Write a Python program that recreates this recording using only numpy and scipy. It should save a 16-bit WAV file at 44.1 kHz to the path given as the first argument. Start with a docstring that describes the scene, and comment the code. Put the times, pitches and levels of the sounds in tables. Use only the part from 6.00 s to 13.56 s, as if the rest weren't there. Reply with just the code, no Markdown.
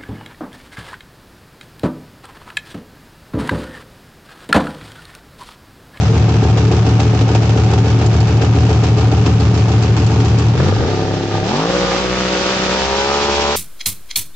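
"""Inside the bare metal cabin of a supercharged V8 drag car, heard from the roll cage, close to eight open
exhaust stacks. The engine idles with a surge: the cabin booms at the firing rate, panels clatter, a loose
fitting tinks and rich charges bark in the pipes. The revs lift to a hold, lift again to a hard, crackling
roar of exhaust partials, ringing pipes and turbulent gas, and climb a little more. The camera that carries
the two microphones rounds off the peaks."""
import sys
import numpy as np
from scipy import signal
from scipy.fft import rfft, irfft
from scipy.io import wavfile
from scipy.ndimage import uniform_filter1d

SR = 44100
rng = np.random.default_rng(int(sys.argv[2]) if len(sys.argv) > 2 else 0)


def persist_wave(psi):
    """Save psi, clipped to +-1, as 16-bit WAV."""
    counts = np.round(np.clip(psi, -1, 1) * 32767).astype(np.int16)
    wavfile.write(sys.argv[1], SR, np.atleast_2d(counts).T)


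N = 333396
T = np.arange(N) / SR
FREQ = np.fft.rfftfreq(N, 1 / SR)
LIFT_S = 4.52  # the throttle opens and the idle ends
SETTLE_S, SETTLED_THUD_DB = 3.3, -2  # the idle settles and the thuds soften


def undb(db):
    """Decibels to gain."""
    return 10 ** (np.asarray(db) / 20)


def curve(rows, column=1):
    """One column of a time table, sample by sample."""
    rows = np.array(rows)
    return np.interp(T, rows[:, 0], rows[:, column])


def steady(x, span_s=0.22):
    """Hold the running rms at 1."""
    power = np.mean(np.atleast_2d(x) ** 2, axis=0)
    return x / np.sqrt(uniform_filter1d(power, int(span_s * SR)) + 1e-12)


def shape(points):
    """Gain per frequency from points of f/Hz, level/dB."""
    hz, db = np.transpose(points)
    return undb(np.interp(np.log(FREQ + 1), np.log(hz), db))


def modes(rows):
    """Response of resonances (f/Hz, width/Hz, level/dB), with alternating signs."""
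    f = FREQ + 1e-3
    return sum((-1) ** k * undb(db) / (1 + 1j * (f * f - hz * hz) / (f * width))
               for k, (hz, width, db) in enumerate(rows))


def colour(x, response):
    """Filter by a frequency response."""
    return irfft(rfft(x) * response, N)


def walk(rate_hz):
    """Smooth random drift with a spread near 1."""
    hold = int(SR / rate_hz)
    steps = np.repeat(rng.standard_normal(N // hold + 1), hold)
    return 1.3 * uniform_filter1d(uniform_filter1d(steps, hold), hold)[:N]


def kicks(times, sizes):
    """A single impulse at each time."""
    return np.bincount(np.clip(np.asarray(times) * SR, 0, N - 1).astype(int), sizes, N)


def bursts(times, sizes, decay_s):
    """An envelope that jumps at each time and dies away."""
    return signal.lfilter([1], [1, -np.exp(-1 / (decay_s * SR))], kicks(times, sizes))


# Stereo width at the roll cage: f/Hz, side minus mid level/dB
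STEREO_WIDTH = [(60, -1), (130, -21.5), (350, -13), (700, -10), (1400, -3.5), (2800, 0), (8000, 0)]

def mic_pair(pair, response):
    """Two unrelated signals, filtered, become left and right: alike in the low mids, apart up high."""
    width = shape(STEREO_WIDTH)
    mid, side = rfft(pair) * response / np.sqrt(1 + width ** 2)
    return irfft(np.array([mid + width * side, mid - width * side]), N)


# Engine cycle rate (eight firings a cycle), idling and on the throttle: t/s, f/Hz
IDLE_RATE = [(.25, 14.01), (1.25, 14.13), (1.75, 14.07), (2.75, 14.3), (3.25, 14.08), (3.75, 14.13),
             (4.25, 14.29)]
THROTTLE_RATE = [(4.62, 17), (4.72, 19.6), (4.8, 23.6), (4.9, 33.1), (4.96, 33.69), (5.28, 34.65),
                 (5.42, 34.13), (5.46, 36.5), (5.53, 45), (5.63, 55.6), (5.71, 60.6), (5.74, 62),
                 (5.92, 60.2), (6.03, 62.8), (6.08, 62.4), (6.23, 63.1), (6.39, 61.5), (6.51, 64),
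                 (6.68, 63.2), (6.82, 65.9), (7.12, 70.7), (7.56, 72)]

def cycle_rate():
    """A drifting idle, then the revs glide by equal ratios from one speed to the next."""
    times, hz = np.transpose([*IDLE_RATE, (LIFT_S, IDLE_RATE[-1][1]), *THROTTLE_RATE])
    return np.exp(np.interp(T, times, np.log(hz)))


def firings(cycle):
    """Sample index and cylinder of every firing."""
    at = np.flatnonzero(np.diff(np.floor(8 * cycle))) + 1
    return at, np.arange(len(at)) % 8


def lope_times(cycle, shares):
    """When the given shares of each lope (two cycles) fall: one row per lope of the idle."""
    lopes = np.arange(int(cycle[int(LIFT_S * SR)] / 2) + 1)
    return np.interp(2 * (lopes[:, None] + np.array(shares)), cycle, T)


# Each stack as heard from the roll cage, in firing order: level/dB
STACK_LEVELS = [1, -5, -1.5, -5.5, -0.5, 0, -3, -2.5]

def stacks(at, cylinder, sizes, decay_s):
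    """Each stack reaches the microphones by its own cluster of reflections in the bare metal cabin."""
    age = T[:2048]
    paths = rng.standard_normal((8, 2, len(age))) * np.exp(-age / decay_s)
    pulses = [np.bincount(at, sizes * (cylinder == k), N) * undb(STACK_LEVELS[k]) for k in range(8)]
    return sum(signal.oaconvolve(pulse[None], path, axes=1)[:, :N] for pulse, path in zip(pulses, paths))


# Loose metal in the cabin: t/s, ring level/dB, click level/dB
METAL_KNOCKS = [(2.062, -34, -26), (2.204, -26, -29), (2.37, -35, -35), (3.4, -26, -35), (3.543, -34, -34),
                (3.826, -36, -34), (4.065, -32, -30), (4.248, -34, -31), (4.386, -38, -28)]

def tinks(ring_hz=4450, width_hz=600, ring_decay_s=0.0089, click_decay_s=0.008):
    """The shaking knocks a loose fitting against metal: a bright click and a short ring."""
    times, ring_db, click_db = np.transpose(METAL_KNOCKS)
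    bright = shape([(2000, -25), (5300, 0), (6200, -8), (7100, 3), (8800, -24.5)])
    ring = steady(colour(rng.standard_normal((2, N)), modes([(ring_hz, width_hz, 0)]) ** 2))
    click = steady(colour(rng.standard_normal((2, N)), bright))
    return (ring * bursts(times, undb(ring_db), ring_decay_s)
            + click * bursts(times, undb(click_db), click_decay_s))


# Resonances of the panels around the microphones: f/Hz, width/Hz, level/dB
PANEL_MODES = [(276.6, 27, 3), (353, 52, -1), (430.7, 30.2, 3), (573, 110, -10), (752, 60, -4.5),
               (914, 43, -11.5), (1213, 91, -17.5), (1685, 330, -26), (2600, 180, -25.5)]

def clatter(at, cylinder, level_db=-28, scatter_db=2.0, wander_db=2):
    """Idle firings shake the bare metal panels; each panel comes and goes by itself."""
    sizes = rng.choice([-1, 1], len(at)) * undb(scatter_db * rng.standard_normal(len(at)))
    knocks = stacks(at, cylinder, sizes, decay_s=0.01)
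    rings = sum(mic_pair(knocks, modes([panel])) * undb(wander_db * walk(14)) * (-1) ** k
                for k, panel in enumerate(PANEL_MODES))
    return steady(rings, span_s=0.09) * undb(level_db)


def pops(barks, level_db=-1.7, spit_db=-2, spit_decay_s=0.0069):
    """Each late charge slaps the panels into a short pitched ring, with a spit of gas behind the slap."""
    times, _, thud_db = barks.T
    slap = kicks(times, undb(thud_db)) * np.array([[1], [0]])  # mid only
    spit = rng.standard_normal((2, N)) * bursts(times, undb(thud_db), spit_decay_s)
    spit /= np.sqrt(spit_decay_s * SR / 2)
    ring = modes(PANEL_MODES) * shape([(200, 0.32), (430, -1.2), (750, -1.5), (1500, -0.18)])
    ring *= np.sqrt(.008 * SR / np.mean(abs(ring) ** 2))  # the energy of 8 ms at unit rms
    return mic_pair(slap + undb(spit_db) * spit, ring) * undb(level_db)


def slump(cycle, ring_hz=79, width_hz=13, level_db=-21.5, share=.08, scatter_db=2):
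    """Once a lope the late charges heave a low air mode of the cabin, so the boom seems to drop."""
    times = lope_times(cycle, [share])[:, 0]
    db = scatter_db * rng.standard_normal(len(times)) + SETTLED_THUD_DB * (times > SETTLE_S)
    shoves = kicks(times, undb(db) * (times < LIFT_S))
    heave = colour(shoves, modes([(ring_hz, width_hz, 0)]) ** 2)
    return heave / np.std(heave[T < LIFT_S]) * undb(level_db)


# The barks of every lope: share of the lope, crack level/dB, thud level/dB
BARK_RHYTHM = [(0, -29.5, -28), (.065, -30.5, -21), (.145, -35.5, -17.5), (.24, -26.5, -21.5),
               (.38, -31.5, -20.5), (.48, -32.5, -21.5), (0.571, -34, -23.5), (.69, -33.5, -21.5),
               (.77, -34, -22.5), (.965, -37, -18.5)]
# The hardest barks: t/s, crack level/dB, thud level/dB
BARK_ACCENTS = [(0.29, -25, -22.5), (0.573, -24.5, -19.5), (0.714, -26, -16.5), (0.865, -26, -18),
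                (1.001, -22.5, -12), (1.21, -25.5, -15), (1.349, -18.5, -13.5), (1.493, -25.5, -16.5),
                (1.574, -27, -18.5), (1.635, -26, -17.5), (1.735, -22, -16), (1.778, -26, -18),
                (2.013, -27, -15), (2.416, -22.5, -18), (2.836, -23.5, -20.5), (3.115, -26, -15.5),
                (3.262, -21, -16.5), (3.965, -23, -18.5), (4.201, -24.5, -18), (4.681, -24, -19.5)]

def idle_barks(cycle, jitter_s=.0008, crack_scatter_db=1.8, thud_scatter_db=1.0):
    """Rich charges light late in the stacks. Gives rows of t/s, crack level/dB, thud level/dB."""
    share, crack_db, thud_db = np.transpose(BARK_RHYTHM)
    times = lope_times(cycle, share)
    chance = rng.standard_normal(times.shape + (3,))
    crack_db = crack_db + crack_scatter_db * chance[..., 1]
    thud_db = thud_db + SETTLED_THUD_DB * (times > SETTLE_S) + thud_scatter_db * chance[..., 2]
    times = times + jitter_s * chance[..., 0]
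    beats = np.column_stack([times.ravel(), crack_db.ravel(), thud_db.ravel()])
    accents = np.array(BARK_ACCENTS)
    free = np.min(abs(beats[:, :1] - accents[:, 0]), axis=1) > .006  # accents oust beats within 6 ms
    return np.vstack([beats[free & (beats[:, 0] < LIFT_S)], accents])


# Spectra of the gas jets, idling and under load: f/Hz, level/dB
JET_IDLE = [(300, -21), (900, 6.5), (1400, 3.5), (1950, -1.5), (2600, 0.5), (3800, -4), (5200, -5.5),
            (6700, -9.5), (7700, -16.5), (8800, -39)]
JET_LOAD = [(300, -11), (900, -1.5), (1400, 5), (1950, 1.5), (2600, 5), (3800, 4), (5200, 2), (6700, -3),
            (7700, -12), (8800, -28)]
# How hard the engine pulls: t/s, exhaust level/dB, gas crackle level/dB, pipe rasp level/dB
PULL_LEVELS = [(4.6, -14, -37.5, -31), (4.69, -16.5, -37, -29.5), (4.77, -20, -37, -29.5),
               (4.85, -18, -36.5, -30), (4.97, -19.5, -37, -31), (5.22, -20.5, -38, -34),
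               (5.29, -23, -39, -36.5), (5.36, -19, -34, -23), (5.41, -20, -37, -36),
               (5.53, -19, -32, -25.5), (5.66, -21.5, -32.5, -28), (5.75, -19.5, -30.5, -26.5),
               (5.96, -22, -28, -22), (6.05, -22, -32, -30.5), (6.25, -24, -29.5, -33),
               (6.32, -22, -29, -25), (6.55, -22.5, -27.5, -29.5), (6.8, -22, -29, -27),
               (6.87, -22.5, -29.5, -28.5), (7.1, -20, -28, -28), (7.5, -21.5, -28, -28.5)]

def gas(at, cylinder, load, barks, scatter_db=2, idle_db=-31.5, load_db=5.5, surge_db=0.5, rise_s=0.0043):
    """Every firing sends a shock front and a puff of turbulent gas out of its stack; barks crack on top."""
    sizes = undb(scatter_db * rng.standard_normal(len(at)))
    puffs = bursts(at / SR, sizes * undb(np.take(STACK_LEVELS, cylinder)), decay_s=0.0063)
    hiss = steady(rng.standard_normal((2, N)) * (puffs + 0.31))
    shocks = steady(stacks(at, cylinder, sizes, decay_s=0.025))
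    jet = hiss + shocks
    idling = steady(mic_pair(jet, shape(JET_IDLE))) * undb(idle_db)
    pull_db = load_db + curve(PULL_LEVELS, column=2) + surge_db * walk(30)
    pulling = steady(mic_pair(jet, shape(JET_LOAD))) * undb(pull_db)
    times, crack_db, _ = barks.T
    sharp = shape(JET_IDLE) * shape([(1500, 0.5), (6000, 5.0)])  # a crack is brighter than the jet
    flare = uniform_filter1d(bursts(times, undb(crack_db), decay_s=0.012), int(rise_s * SR) + 1)
    cracks = steady(mic_pair(rng.standard_normal((2, N)), sharp)) * flare
    return np.sqrt(1 - load) * idling + np.sqrt(load) * pulling + cracks


# Cabin and pipe resonances, heard from inside: f/Hz, width/Hz, level/dB
CABIN_MODES = [(81, 8.1, 9), (144, 36.5, 1.5), (159, 4.5, 1), (196.5, 22.4, 8), (279.5, 23.5, 3),
               (356, 33.5, -2.5), (428.4, 32.6, 0), (604, 150, -12), (762, 65, -5.5), (899, 26, -11.5),
               (1180, 190, -15.5)]

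def lope(at, cylinder, scatter=0.7, level_db=-25):
    """Lumpy idle firings ring the cabin."""
    sizes = (1 + scatter * rng.uniform(-1.7, 1.1, len(at))) / undb(np.take(STACK_LEVELS, cylinder) / 2)
    cabin = modes(CABIN_MODES) * shape([(25, -12.5), (60, 9)])
    ringing = mic_pair(stacks(at, cylinder, sizes, decay_s=0.012), cabin)
    return steady(steady(ringing, span_s=0.052)) * undb(level_db)


# The idle note in the cabin: multiple of the cycle rate, relative level/dB
IDLE_PARTIALS = [(4.5, -23), (5.5, -19), (7, -10.5), (7.5, -12), (8, -1), (9, -21), (9.5, -14), (11, -12),
                 (13, -13), (14, -19.5)]

def drone(cycle, waver_db=1.56, sag_db=-5, sag_share=0.1, sag_width=0.063):
    """The idle note repeats every second cycle and sags once in each lope, as the late charges go off."""
    tone = sum(undb(db + waver_db * walk(6)) * np.cos(2 * np.pi * (k * cycle + rng.random()))
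               for k, db in IDLE_PARTIALS)
    from_sag = (cycle / 2 - sag_share + .5) % 1 - .5
    return steady(tone * undb(sag_db * np.exp(-(from_sag / sag_width) ** 2)))


# The note as the throttle first opens: multiple of the cycle rate, relative level/dB
BLIP_PARTIALS = [(1, -39), (2, -26), (3, -21), (4, -21), (5, 7), (6, -12), (7, -19), (8, -12), (9, -16),
                 (10, -20), (11, -7), (12, -26), (13, -13)]

def boom(cycle, hz, level_db=-12.5, fall_db_per_octave=5, blip_db=-0.5):
    """The cabin air booms with the low partials: the idle drone, then a rising blip that weakens."""
    opened = np.interp(hz, [15, 19], [0, 1])
    blip = undb(blip_db) * exhaust_note(cycle, hz, [BLIP_PARTIALS], stage=0, smear_rad=3.1)
    tone = np.sqrt(1 - opened) * drone(cycle) + np.sqrt(opened) * blip
    return tone * undb(level_db - fall_db_per_octave * np.log2(hz / hz[0]))


# Resonances of the stacks under load: f/Hz, width/Hz, level/dB
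PIPE_MODES = [(763, 60, 4.5), (922, 77, -2.5), (1203, 36, -2.5)]

def rasp(at, cylinder, scatter=0.56):
    """Hard, unequal firings ring the pipes; the upper partials flare as they cross the resonances."""
    blasts = stacks(at, cylinder, 1 + scatter * rng.standard_normal(len(at)), decay_s=0.0063)
    pipes = modes(PIPE_MODES) * shape([(300, -20), (650, -2.5), (1800, 7), (3500, -8.5)])
    return steady(mic_pair(blasts, pipes), span_s=0.03) * undb(curve(PULL_LEVELS, column=3))


# Spectrum of the uneven burning: f/Hz, level/dB
ROAR_SPECTRUM = [(40, -44.5), (75, -4), (130, 0.5), (300, 4), (450, 4), (650, -4.5), (850, -13),
                 (1300, -11), (1900, -12.5), (3000, -51)]
# Its strength at each speed: cycle rate f/Hz, level/dB relative to the exhaust
ROAR_LEVELS = [(20, -2), (30, -3), (35, -7), (52, -9), (61, -5), (63.5, -4.5), (66, -10)]

def roar(at, cylinder, hz):
    """Under load no two firings are equal; the differences fill the gaps between the partials."""
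    uneven = stacks(at, cylinder, rng.uniform(-0.72, 1, len(at)), decay_s=0.007)
    level_db = np.interp(hz, *np.transpose(ROAR_LEVELS))
    return steady(mic_pair(uneven, shape(ROAR_SPECTRUM)), span_s=0.044) * undb(level_db)


def throb(cycle, hz, depth_db=1.5, lag_cycles=0.12, clear_hz=64.5, clear_span_hz=1.2):
    """Until the engine clears, the rough noise swells once a cycle behind the nearest stack."""
    unclear = 1 - np.clip((hz - clear_hz) / clear_span_hz, 0, 1)
    return steady(undb(depth_db * unclear * np.cos(2 * np.pi * (cycle - lag_cycles))))


# Pressure dips from the stacks nearest the microphones: share of the cycle, level/dB
NEAR_DIPS = [(0, -2), (.19, -8), (0.354, -2.5), (.665, -6)]
# Their strength at high speed: t/s, level/dB
DIP_LEVELS = [(5.45, -23), (5.75, -16), (6.0, -15.5), (6.22, -14), (6.5, -15), (6.8, -15.5), (7.1, -23),
              (7.56, -23.5)]

def hammer(cycle, scatter_db=4.0, jitter_s=.00014, dip_s=0.00017):
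    """At high speed the nearest stacks stand out: a few sharp pressure dips in each cycle."""
    share, db = np.transpose(NEAR_DIPS)
    dip_cycles = np.arange(int(cycle[-1]))[:, None] + share
    chance = rng.standard_normal(dip_cycles.shape + (2,))
    times = np.interp(dip_cycles, cycle, T) - 2 * dip_s + jitter_s * chance[..., 0]
    spikes = bursts(times.ravel(), undb(db + scatter_db * chance[..., 1]).ravel(), dip_s)
    rounding = np.e / (1 + 2j * np.pi * FREQ * dip_s)
    timbre = shape([(20, -41), (55, -2.5), (200, -2), (900, -5.0), (2000, 8.5), (8000, 1)])
    return -colour(spikes, rounding * timbre) * undb(curve(DIP_LEVELS))


def dip_phases(orders):
    """Phase of each partial in the train of pressure dips."""
    share, db = np.transpose(NEAR_DIPS)
    return np.angle(-np.exp(-2j * np.pi * np.outer(orders, share)) @ undb(db))


def exhaust_note(cycle, hz, tables, stage, smear_rad, flutter_rad=0, waver_db=2.5):
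    """Eight firings repeat once a cycle; the partials shift weight as stage moves through the tables."""
    orders = np.arange(1, max(len(rows) for rows in tables) + 1)
    spectra = [np.interp(orders, *np.transpose(rows), right=-30) for rows in tables]
    spectra = np.array([db - 10 * np.log10(np.sum(undb(db) ** 2)) for db in spectra])  # equal power
    phases = dip_phases(orders) + np.cumsum(smear_rad * rng.standard_normal(len(orders)))
    pipe_hz, pipe_width_hz, pipe_db = 1222, 22, -6.5
    width, tone = shape(STEREO_WIDTH), np.zeros((2, N))
    for k, db, phase in zip(orders, spectra.T, phases):
        gain = undb(np.interp(stage, np.arange(len(db)), db) + waver_db * walk(12))
        # a partial dips as it passes a narrow pipe resonance
        gain *= undb(pipe_db / (1 + ((k * hz - pipe_hz) / pipe_width_hz) ** 2))
        angle = 2 * np.pi * k * cycle + phase
        if flutter_rad:  # hot gas in the pipes makes each partial waver by itself
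            angle += flutter_rad * walk(45)
        # the left microphone hears each partial a little ahead
        mid, side = np.cos(angle), -np.interp(k * hz, FREQ, width) * np.sin(angle)
        tone += gain * np.array([mid + side, mid - side])
    return steady(tone)


# The open stacks at four rising speeds: multiple of the cycle rate, relative level/dB
HOLD_PARTIALS = [(1, -13), (2, -11.5), (3, 5.5), (4, -2), (5, 0.5), (6, -19.5), (7, -27), (8, -1.5),
                 (9, -8), (10, -0.5), (11, -5), (12, -13.5), (13, -0.5), (14, -28), (15, -18), (16, -32),
                 (17, -10), (18, -6), (19, -19), (20, -22), (21, -16), (22, -7), (23, -21), (24, -26.5),
                 (25, -25), (26, -23), (27, -19), (28, -28)]
SWEEP_PARTIALS = [(1, -18), (2, -10), (3, 2.5), (4, -18), (5, 4), (6, -6), (7, -13.5), (8, 3), (9, -4),
                  (10, -8), (11, -7), (12, -14), (13, -3.5), (15, -13.5), (18, -8.5), (22, -11), (26, -18)]
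HIGH_PARTIALS = [(1, -4.5), (2, -8), (3, 3), (4, -24), (5, -6), (6, -5), (7, -9), (8, 0.5), (9, 3),
                 (10, -14), (11, -14.5), (12, -9), (13, -7), (14, -10), (15, -8), (16, -13), (17, -18),
                 (18, -8.5), (19, -21), (20, -5), (21, -25), (22, -25), (23, -13), (24, -11)]
TOP_PARTIALS = [(1, -2), (2, -14), (3, -4), (4, -11), (5, -6), (6, 2), (7, -11), (8, 2.5), (9, -11),
                (10, -16), (11, -4.5), (12, -9), (13, -8), (14, -3.5), (15, -14), (16, -7), (17, -18),
                (18, -7), (19, -14), (20, -19), (21, -21), (22, -22)]

def blare(cycle, hz, trim_db=-0.1, tear_db=1.5):
    """The hard note changes colour as the pipes tune in; charges of unequal strength tear it."""
    tables = [HOLD_PARTIALS, SWEEP_PARTIALS, HIGH_PARTIALS, TOP_PARTIALS]
    stage = np.interp(hz, [36, 42, 54, 60, 64, 67], [0, 1, 1, 2, 2, 3])
    tone = exhaust_note(cycle, hz, tables, stage, smear_rad=0.4, flutter_rad=0.24)
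    return tone * undb(trim_db + tear_db * walk(220))


def steepen(x, hz, skew_per_hz=0.002):
    """Very loud pressure waves grow lopsided: the troughs sharpen into spikes."""
    treble = shape([(40, -48.0), (150, -15.0), (400, 1.0), (4000, 11.0), (9000, -32)])
    return x - skew_per_hz * hz * colour(x ** 2, treble)


def scene(wobble=.005):
    """The crank drives the engine layers; the lope gives way to the hard note as the load comes on."""
    hz = cycle_rate()
    cycle = np.cumsum(hz * (1 + wobble * walk(70))) / SR
    barks = idle_barks(cycle)
    at, cylinder = firings(cycle)
    load = np.clip((hz - 14.5) / 5, 0, 1)
    tuned = np.clip((hz - 21) / 5, 0, 1)  # 0: cabin boom, 1: the pipes' hard note
    hard_note = np.sqrt(tuned) * blare(cycle, hz)
    shaking = np.sqrt(1 - load) * (lope(at, cylinder) + clatter(at, cylinder))
    idle = np.sqrt(1 - tuned) * boom(cycle, hz) + slump(cycle) + pops(barks) + shaking
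    swell = np.sqrt(load) * throb(cycle, hz)
    exhaust = steepen(hard_note + roar(at, cylinder, hz) * swell, hz) * undb(curve(PULL_LEVELS))
    pull = exhaust + rasp(at, cylinder) * swell + tuned * hammer(cycle)
    return idle + pull + gas(at, cylinder, load, barks) + tinks()


# Balance of the two microphones on the roll cage: f/Hz, left minus right level/dB
MIC_BALANCE = [(400, 1), (800, 0), (1500, 4), (2800, 1.5), (4800, -5.5), (8250, -11.5)]

def record(dry, drive_db=1.5, top_hz=8900):
    """The two microphones differ in colour; the camera rounds the peaks and cuts the top treble."""
    lean = shape(MIC_BALANCE)
    heard = colour(dry, np.array([lean, np.ones_like(lean)]) * np.sqrt(2 / (1 + lean ** 2)))
    rounded = np.tanh(undb(drive_db) * heard)
    return signal.sosfilt(signal.ellip(10, .2, 75, top_hz, fs=SR, output="sos"), rounded)


dry = scene()
out = record(dry)
persist_wave(out)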